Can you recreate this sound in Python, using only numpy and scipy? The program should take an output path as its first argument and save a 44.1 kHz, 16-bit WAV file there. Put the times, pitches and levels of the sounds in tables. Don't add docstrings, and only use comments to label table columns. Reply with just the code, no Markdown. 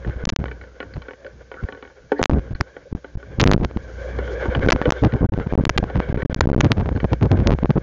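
import sys
import numpy as np
from scipy import signal
from scipy.fft import rfft, irfft, next_fast_len
from scipy.io import wavfile
from scipy.ndimage import uniform_filter1d, map_coordinates

SR = 44100
rng = np.random.default_rng(int(sys.argv[2]) if len(sys.argv) > 2 else 0)


def transcribe(signal):
    frames = np.atleast_2d(signal).T
    limited = np.clip(frames, -1, 1)
    pcm = np.round(limited * 32767).astype(np.int16)
    wavfile.write(sys.argv[1], SR, pcm)


N = 345038
TIME = np.arange(N) / SR
LOW_CUT_HZ = 255.5

# start in seconds, length in seconds, level in dB, swings.
PRESSURE_SURGES = [(0.239, 0.034, 11, 1), (0.278, .047, 17, 1), (0.335, 0.056, 15.5, 1),
                   (2.217, .079, 35.5, 1), (2.301, 0.0096, 16, 1), (2.532, 0.022, 2, 1),
                   (2.928, 0.023, 12, 1), (3.155, 0.019, 3, 1), (3.391, 0.019, 9.5, 1),
                   (3.432, 0.023, 13.5, 1), (3.464, 0.041, 15, 4), (3.507, .036, 22, 2),
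                   (3.549, 0.029, 13, 2), (4.573, 0.046, 2.5, 2), (4.664, 0.0094, 17, 1),
                   (4.695, 0.041, 21, 1), (4.893, 0.029, 24.5, 1), (5.262, 0.061, 8.5, 2),
                   (5.378, 0.0087, 9.5, 1), (5.526, 0.0096, 14, 1), (5.554, .023, 19, 1),
                   (5.638, .03, 16.5, 1), (5.675, 0.034, 9, 1), (5.765, .024, 9.5, 1),
                   (6.127, 0.017, 14.5, 1), (6.162, 0.0129, 5, 1), (6.231, 0.02, 12.5, 1),
                   (6.259, 0.039, 20, 1), (6.328, 0.036, 14, 1), (6.392, 0.025, 9.5, 1),
                   (6.457, 0.032, 15.5, 2), (6.502, 0.028, 15.5, 2), (6.548, 0.031, 16.5, 2),
                   (6.589, 0.022, 10, 2)]
# time in seconds, contact in ms, chatter in ms.
CAMERA_KNOCKS = [(0.254, 0.16, 0), (0.2915, .22, 3), (0.3, 0.18, 1.5), (0.3624, 0.25, 1.5),
                 (2.2292, 0.55, 1.5), (2.2394, 0.3, 1.5), (2.2574, 0.56, -0.5), (2.6101, .6, 1),
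                 (3.399, 0.35, 7.5), (3.414, 0.21, -1.5), (3.44, 0.49, 0), (3.4755, 0.29, 0),
                 (3.5148, .8, 0), (3.5355, 0.3, 0), (4.7038, 0.33, 3.5), (4.7218, 0.56, 6),
                 (4.9054, 0.57, 1), (4.923, 0.86, 1.5), (5.6531, 0.33, 0), (5.6948, 0.5, 3),
                 (5.7771, 0.32, 5), (6.3456, 0.18, 0), (6.408, 0.69, 2.1), (6.607, .45, 3.5),
                 (6.7188, 0.3, 0), (7.4729, 0.23, 0)]
# time in seconds, level in dB.
PRESSURE_SNAPS = [(0.4411, -19), (0.9675, -29.5), (2.3456, -20), (3.6485, -6), (3.712, -30), (4.659, -9),
                  (4.7618, -16), (4.816, -11), (5.0381, -16), (5.05, -10), (5.2252, -32), (5.3997, -20.5),
                  (5.9577, -15.5), (6.0022, -12), (6.646, -7), (6.8114, -20.5), (6.8593, -22),
                  (6.8906, -17), (6.9759, -26), (7.0439, -17), (7.1323, -10.5), (7.231, -16),
                  (7.3165, -11.5), (7.3454, -17.5), (7.544, -16), (7.5877, -20), (7.6575, -17.5),
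                  (7.7057, -14), (7.7802, -22.5)]
# start in seconds, length in seconds, level in dB, pitch in Hz.
PORT_GUSTS = [(0.055, 0.054, -22, 105), (0.159, 0.023, -27.5, 90), (0.387, 0.038, -26, 120),
              (0.951, 0.036, -28, 138), (1.624, .03, -21, 70), (2.304, 0.1, -14, 100.3),
              (2.506, 0.019, -23, 73.6), (2.602, 0.015, -14, 128), (2.904, 0.092, -35.5, 160),
              (3.368, 0.22, -10, 166), (3.592, .075, -16.5, 124), (3.762, 0.012, -11.5, 110),
              (4.48, .022, -17.5, 145), (4.551, .068, -15.5, 108), (4.619, 0.16, -14.5, 84),
              (4.872, 0.016, -8, 133), (5.018, 0.064, -9, 140), (5.126, .037, -15.5, 139),
              (5.204, 0.059, -10.5, 141.6), (5.309, 0.043, -20.5, 191), (5.394, 0.023, -22, 130),
              (5.46, 0.016, -19, 210), (5.576, 0.039, -10.5, 131), (5.783, 0.019, -14, 103),
              (5.825, 0.021, -14.5, 161), (5.944, 0.063, -16, 122), (6.085, 0.022, -18, 110),
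              (6.304, 0.022, -31, 129), (6.417, 0.034, -20.5, 120), (6.629, 0.047, -7.5, 155),
              (6.698, 0.034, -14.5, 228), (6.754, 0.085, -17, 148), (6.84, .06, -23.5, 188),
              (6.913, 0.017, -13.5, 99), (6.944, 0.044, -18.5, 130), (7.03, 0.028, -10, 115.5),
              (7.114, 0.032, -14, 166), (7.206, 0.073, -11, 152.3), (7.303, 0.062, -8, 132),
              (7.362, 0.079, -15, 122), (7.449, .11, -9, 139), (7.624, 0.038, -10, 106),
              (7.691, 0.024, -9.5, 176), (7.755, 0.032, -11, 140)]
# frequency in Hz, level in dB.
WIND_SPECTRUM = [(13, -23), (26, 0), (53, -1), (105, -5), (180, -16), (310, -25), (620, -35), (1300, -52.5),
                 (5300, -100)]
# start in seconds, level in dB, brightness in dB, strikes.
FRAME_CLACKS = [(0.047, -34.5, -8, 1), (0.107, -49, -1, 1), (0.456, -36.5, -2.5, 2),
                (0.513, -36.5, -3.5, 1), (0.612, -46, -0.5, 2), (0.8023, -31.5, -4, 2),
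                (0.937, -57.5, 9.5, 1), (1.019, -51.5, 5, 1), (1.083, -35, -6.5, 3), (1.246, -44.5, -4, 1),
                (1.264, -42.5, -0.5, 1), (1.515, -36, -6, 3), (1.686, -33.5, -5, 1),
                (1.723, -37.5, -5.5, 3), (1.825, -39, -6, 4), (2.118, -14, -18.5, 1),
                (2.192, -17.5, -28, 1), (2.547, -54, 11, 1), (2.765, -35.5, -10, 1), (3.044, -35.5, -8, 1),
                (3.227, -41.5, -5.5, 1), (4.187, -23.5, -17, 1), (4.276, -33, -7.5, 1),
                (4.455, -23.5, -15, 1), (4.549, -26.5, -2.5, 1), (4.685, -13, -6.5, 1),
                (4.821, -31, -3.5, 1), (4.855, -19.5, -10.5, 1), (5.122, -40, 0, 1), (5.164, -28, -22, 1),
                (5.899, -31.5, -12, 1), (6.023, -35, -13, 1), (6.172, -25.5, -20, 2), (6.22, -28, -5.5, 1),
                (6.961, -43.5, 2, 1), (7.001, -37.5, 0, 1)]
# frequency in Hz, level in dB, seconds to die away by 60 dB.
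HOUSING_MODES = [(291.7, -8, 0.2), (434.5, 1.5, 0.051), (507, 7, 0.034), (700, -12.5, 0.087),
                 (794, -1, 0.023), (914, -13.5, 0.12), (1134, -4, 0.037), (1489, 4, 0.036),
                 (1730, 6.5, 0.0095), (1900, -14.5, 0.023), (2224, -10.5, 0.053), (2943, -10, 0.021),
                 (3250, -18, 0.0067), (4040, -10.5, 0.013), (4230, -12, 0.013)]
# low edge in Hz, high edge in Hz.
CLACK_BANDS = [(230, 1000), (1150, 3600), (3600, 4800)]
# time in seconds, level in dB.
GROUND_SHAKE = [(0, -37), (.42, -32), (.8, -51.5), (1, -43), (1.18, -61), (1.35, -48), (1.55, -54),
                (2.12, -58.5), (2.34, -26), (2.76, -62), (3.05, -52), (3.35, -40), (3.85, -38), (4.15, -30),
                (5, -35.5), (5.9, -35.5), (7.45, -29), (7.8, -36)]
# time in seconds, level in dB.
GRASS_BRUSHING = [(0, -49.5), (.25, -45.5), (.5, -50), (.95, -56.5), (1.45, -54.5), (1.6, -45.5),
                  (2.05, -59), (2.2, -47.5), (2.8, -54.5), (3.6, -54.5), (3.9, -44), (4.27, -36.5),
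                  (4.85, -37.5), (5.2, -42.5), (5.8, -47), (6.3, -36), (6.85, -50.5), (7.4, -44),
                  (7.8, -51.5)]
# frequency in Hz, level in dB.
SWISH_SPECTRUM = [(100, -22), (180, -24), (300, -4.5), (520, 6), (680, -10), (950, -16.5), (1110, -13.5),
                  (1270, -19.5), (1530, -4), (1900, -20), (2220, -14), (2600, -33.5), (3150, -24),
                  (3700, -33.5), (7000, -53.5)]
# start in seconds, length in seconds, level in dB, first and last pitch in Hz.
STEM_RUBS = [(1.229, 0.065, -35.5, 573, 476), (1.56, 0.064, -39.5, 1478, 1450),
             (2.153, 0.072, -40, 1690, 2000), (2.176, 0.028, -52, 4400, 4300),
             (2.853, 0.032, -38.5, 504, 490), (4.04, 0.032, -30, 547, 505), (4.2, 0.081, -32.5, 567, 499),
             (4.198, 0.14, -54, 3140, 3380), (4.29, .115, -27.5, 367, 525), (4.851, 0.026, -16.5, 543, 506),
             (4.94, 0.096, -53, 3370, 3440)]


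def surges(level_db=1, lead_s=0.00104, rest_s=0.00201):
    out, sign = np.zeros(N), 1
    for start, length, db, swings in PRESSURE_SURGES:
        period = (length + rest_s) / round(swings)
        swell_s = max(period - rest_s + 2 * lead_s, lead_s)
        swell = np.sin(np.linspace(0, np.pi, int(swell_s * SR)))
        for k in range(round(swings)):
            add(out, start + k * period - lead_s, sign * undb(db + level_db) * swell)
            sign = -sign
    return out


def knocks(force_db=41.5, chatter_gap_ms=3):
    out = np.zeros(N)
    for at, contact_ms, chatter_ms in CAMERA_KNOCKS:
        size = max(4, int(contact_ms * SR / 1000))
        push = undb(force_db) * np.sin(2 * np.pi * (np.arange(size) + .5) / size)
        strikes = 1 + max(0, int(chatter_ms / chatter_gap_ms + .42))
        for delay in np.linspace(0, chatter_ms / 1000, strikes):
            add(out, at + delay - size / SR / 2, push)
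    return out


def snap(build_s, relax_s, edge_hz):
    t = TIME[:SR // 60]
    pressure = np.concatenate([np.exp(-t[::-1] / build_s), -np.exp(-t / relax_s)])
    return butter(pressure, edge_hz, "lowpass") / 2


def pressure_snaps(level_db=12):
    out = np.zeros(N)
    pulse = snap(build_s=0.002, relax_s=0.0015, edge_hz=1700)
    for (at, db), sign in zip(PRESSURE_SNAPS, rng.choice([-1, 1], len(PRESSURE_SNAPS))):
        add(out, at - len(pulse) / SR / 2, sign * undb(db + level_db) * pulse)
    return out


def gusts(wind_pitch_hz=150, snaps_per_s=190, crackle_db=5, crackle_db_per_octave=6):
    out = np.zeros(N)
    ticks = (rng.random(N) < snaps_per_s / SR) * rng.uniform(-0.61, 1, N)
    crackle = signal.fftconvolve(ticks, snap(build_s=0.0015, relax_s=0.00057, edge_hz=2800), mode="same")
    for start, length, db, hz in PORT_GUSTS:
        shift = hz / wind_pitch_hz
        snaps = crackle[int(start * SR):][:int(length * SR)]
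        swell = signal.windows.tukey(len(snaps), 0.48)
        buffet = noise(np.multiply(WIND_SPECTRUM, [shift, 1]), size=SR // 2)[:len(snaps)] * swell
        snap_db = crackle_db + crackle_db_per_octave * np.log2(shift)
        add(out, start, undb(db) * (buffet / rms(low_cut(buffet)) + undb(snap_db) * snaps * swell))
    return out


def clacks(attack_s=0.0011, scrape_s=0.0014, chatter_s=0.014, rebound_s=0.025, loss_db=4.5, crack_db=-36):
    out, t = np.zeros(N), TIME[:SR // 8]
    onset = slice(SR // 32)
    hz, mode_db, t60 = np.transpose(HOUSING_MODES)[:, :, None]
    force = (1 - np.exp(-t / attack_s)) * (np.exp(-t / scrape_s) + 0.061 * np.exp(-t / chatter_s))
    for start, level, bright, strikes in FRAME_CLACKS:
        colour_db = [-1, bright, 2.26 * bright - 19]
        for k in range(round(strikes)):
            at, db = start + k * rebound_s, level - k * loss_db
            detune = 1 + 0.015 * rng.standard_normal(hz.shape)
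            modes = undb(mode_db) * 1000 ** (-t / t60) * np.sin(2 * np.pi * hz * detune * t)
            contact = force * rng.standard_normal(len(t))
            add(out, at, contact * undb(db + crack_db) / rms(contact[onset]))
            blow = signal.fftconvolve(contact, modes.sum(0))[:len(t)]
            for band, band_db in zip(CLACK_BANDS, colour_db):
                ring = butter(blow, band, "bandpass", order=4)
                add(out, at, ring * undb(db + band_db) / rms(ring[onset]))
    return out


def mount_drone(hz=61, wander=0.015, level_db=1, waver_db=1):
    phase = 2 * np.pi * np.cumsum(hz * (1 + wander * walk(14))) / SR
    level = curve(GROUND_SHAKE) * undb(level_db + waver_db * walk(31))
    low_cut_makeup = np.hypot(1, LOW_CUT_HZ / hz)
    return level * low_cut_makeup * np.sqrt(2) * np.sin(phase)


def grass_swish(level_db=4, flicker_db=3.5, treble_db=2.5):
    position = np.cumsum(1 + .025 * walk(22))
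    swish = map_coordinates(noise(SWISH_SPECTRUM), [position], order=3, mode="wrap")
    low = butter(swish, 1100, "lowpass")
    high = swish - low
    level = curve(GRASS_BRUSHING) * undb(level_db + flicker_db * walk(42))
    return level * (low + high * undb(treble_db))


def stem_creaks(relative_width=0.15):
    out = np.zeros(N)
    for start, length, db, start_hz, end_hz in STEM_RUBS:
        size = int(length * SR)
        phase = 2 * np.pi * np.cumsum(np.linspace(start_hz, end_hz, size)) / SR
        grip = butter(rng.standard_normal((2, SR)), relative_width * start_hz / 2, "lowpass")[:, -size:]
        creak = grip[0] * np.cos(phase) + grip[1] * np.sin(phase)
        add(out, start, undb(db) * creak / rms(creak) * signal.windows.tukey(size, 0.53))
    return out


def wind_flutter(level_db=-17, growth=0.69, patchy_db=4.0, eddies_per_s=18):
    air = noise(WIND_SPECTRUM)
    level = curve(GROUND_SHAKE) ** growth * undb(level_db + patchy_db * walk(eddies_per_s))
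    return level * air / rms(low_cut(air))


def long_grass(start_s=3.76, length_s=1.36, level_db=-54, flicker_db=3):
    out, size = np.zeros(N), int(length_s * SR)
    hiss = butter(rng.standard_normal(N), 2800, "highpass") * undb(level_db + flicker_db * walk(46))
    add(out, start_s, hiss[:size] * signal.windows.tukey(size, 0.15))
    return out


def low_cut(x):
    return butter(x, LOW_CUT_HZ, "highpass", order=1)


def undb(db):
    return 10 ** (np.asarray(db) / 20)


def rms(x):
    return np.sqrt(np.mean(x ** 2)) + 1e-12


def curve(rows):
    return undb(np.interp(TIME, *np.transpose(rows)))


def add(out, start_s, x):
    i = max(0, int(start_s * SR))
    out[i:i + len(x)] += x[:max(0, N - i)]


def butter(x, hz, kind, order=2):
    return signal.sosfilt(signal.butter(order, hz, kind, fs=SR, output="sos"), x)


def noise(spectrum, size=N):
    hz, db = np.transpose(spectrum)
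    n = next_fast_len(size)
    bin_hz = np.maximum(np.arange(n // 2 + 1) * SR / n, 1)
    gain = undb(np.interp(np.log(bin_hz), np.log(hz), db))
    x = irfft(rfft(rng.standard_normal(n)) * gain, n)[:size]
    return x / rms(x)


def walk(per_s):
    hold = int(SR / per_s)
    steps = np.repeat(rng.standard_normal(N // hold + 1), hold)
    drift = uniform_filter1d(uniform_filter1d(steps, hold), hold)[:N]
    return drift / rms(drift)


def scene(hiss_db=-58.5):
    bike = clacks() + knocks() + mount_drone()
    grass = grass_swish() + stem_creaks() + long_grass()
    air = wind_flutter() + gusts() + pressure_snaps() + surges()
    return (bike + grass + air + undb(hiss_db) * rng.standard_normal(N))[None]


def record(dry, limit=0.92, knee=10, headroom=0.74, ceiling=0.7, band_hz=7150, top_hz=16500):
    pinned = dry / (1 + np.abs(dry / limit) ** knee) ** (1 / knee)
    thumps = np.clip(low_cut(pinned), -headroom, headroom)
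    band_filter = signal.firwin(101, band_hz, fs=SR)[None]
    narrow = signal.fftconvolve(thumps, band_filter, mode="same")
    shaved = np.clip(narrow, -ceiling, ceiling)
    rounded = signal.fftconvolve(shaved, band_filter, mode="same")
    edge = undb(-12.0) * (shaved - rounded)
    return signal.sosfilt(signal.ellip(8, .2, 70, top_hz, fs=SR, output="sos"), rounded + edge)


dry = scene()
out = record(dry)
transcribe(out)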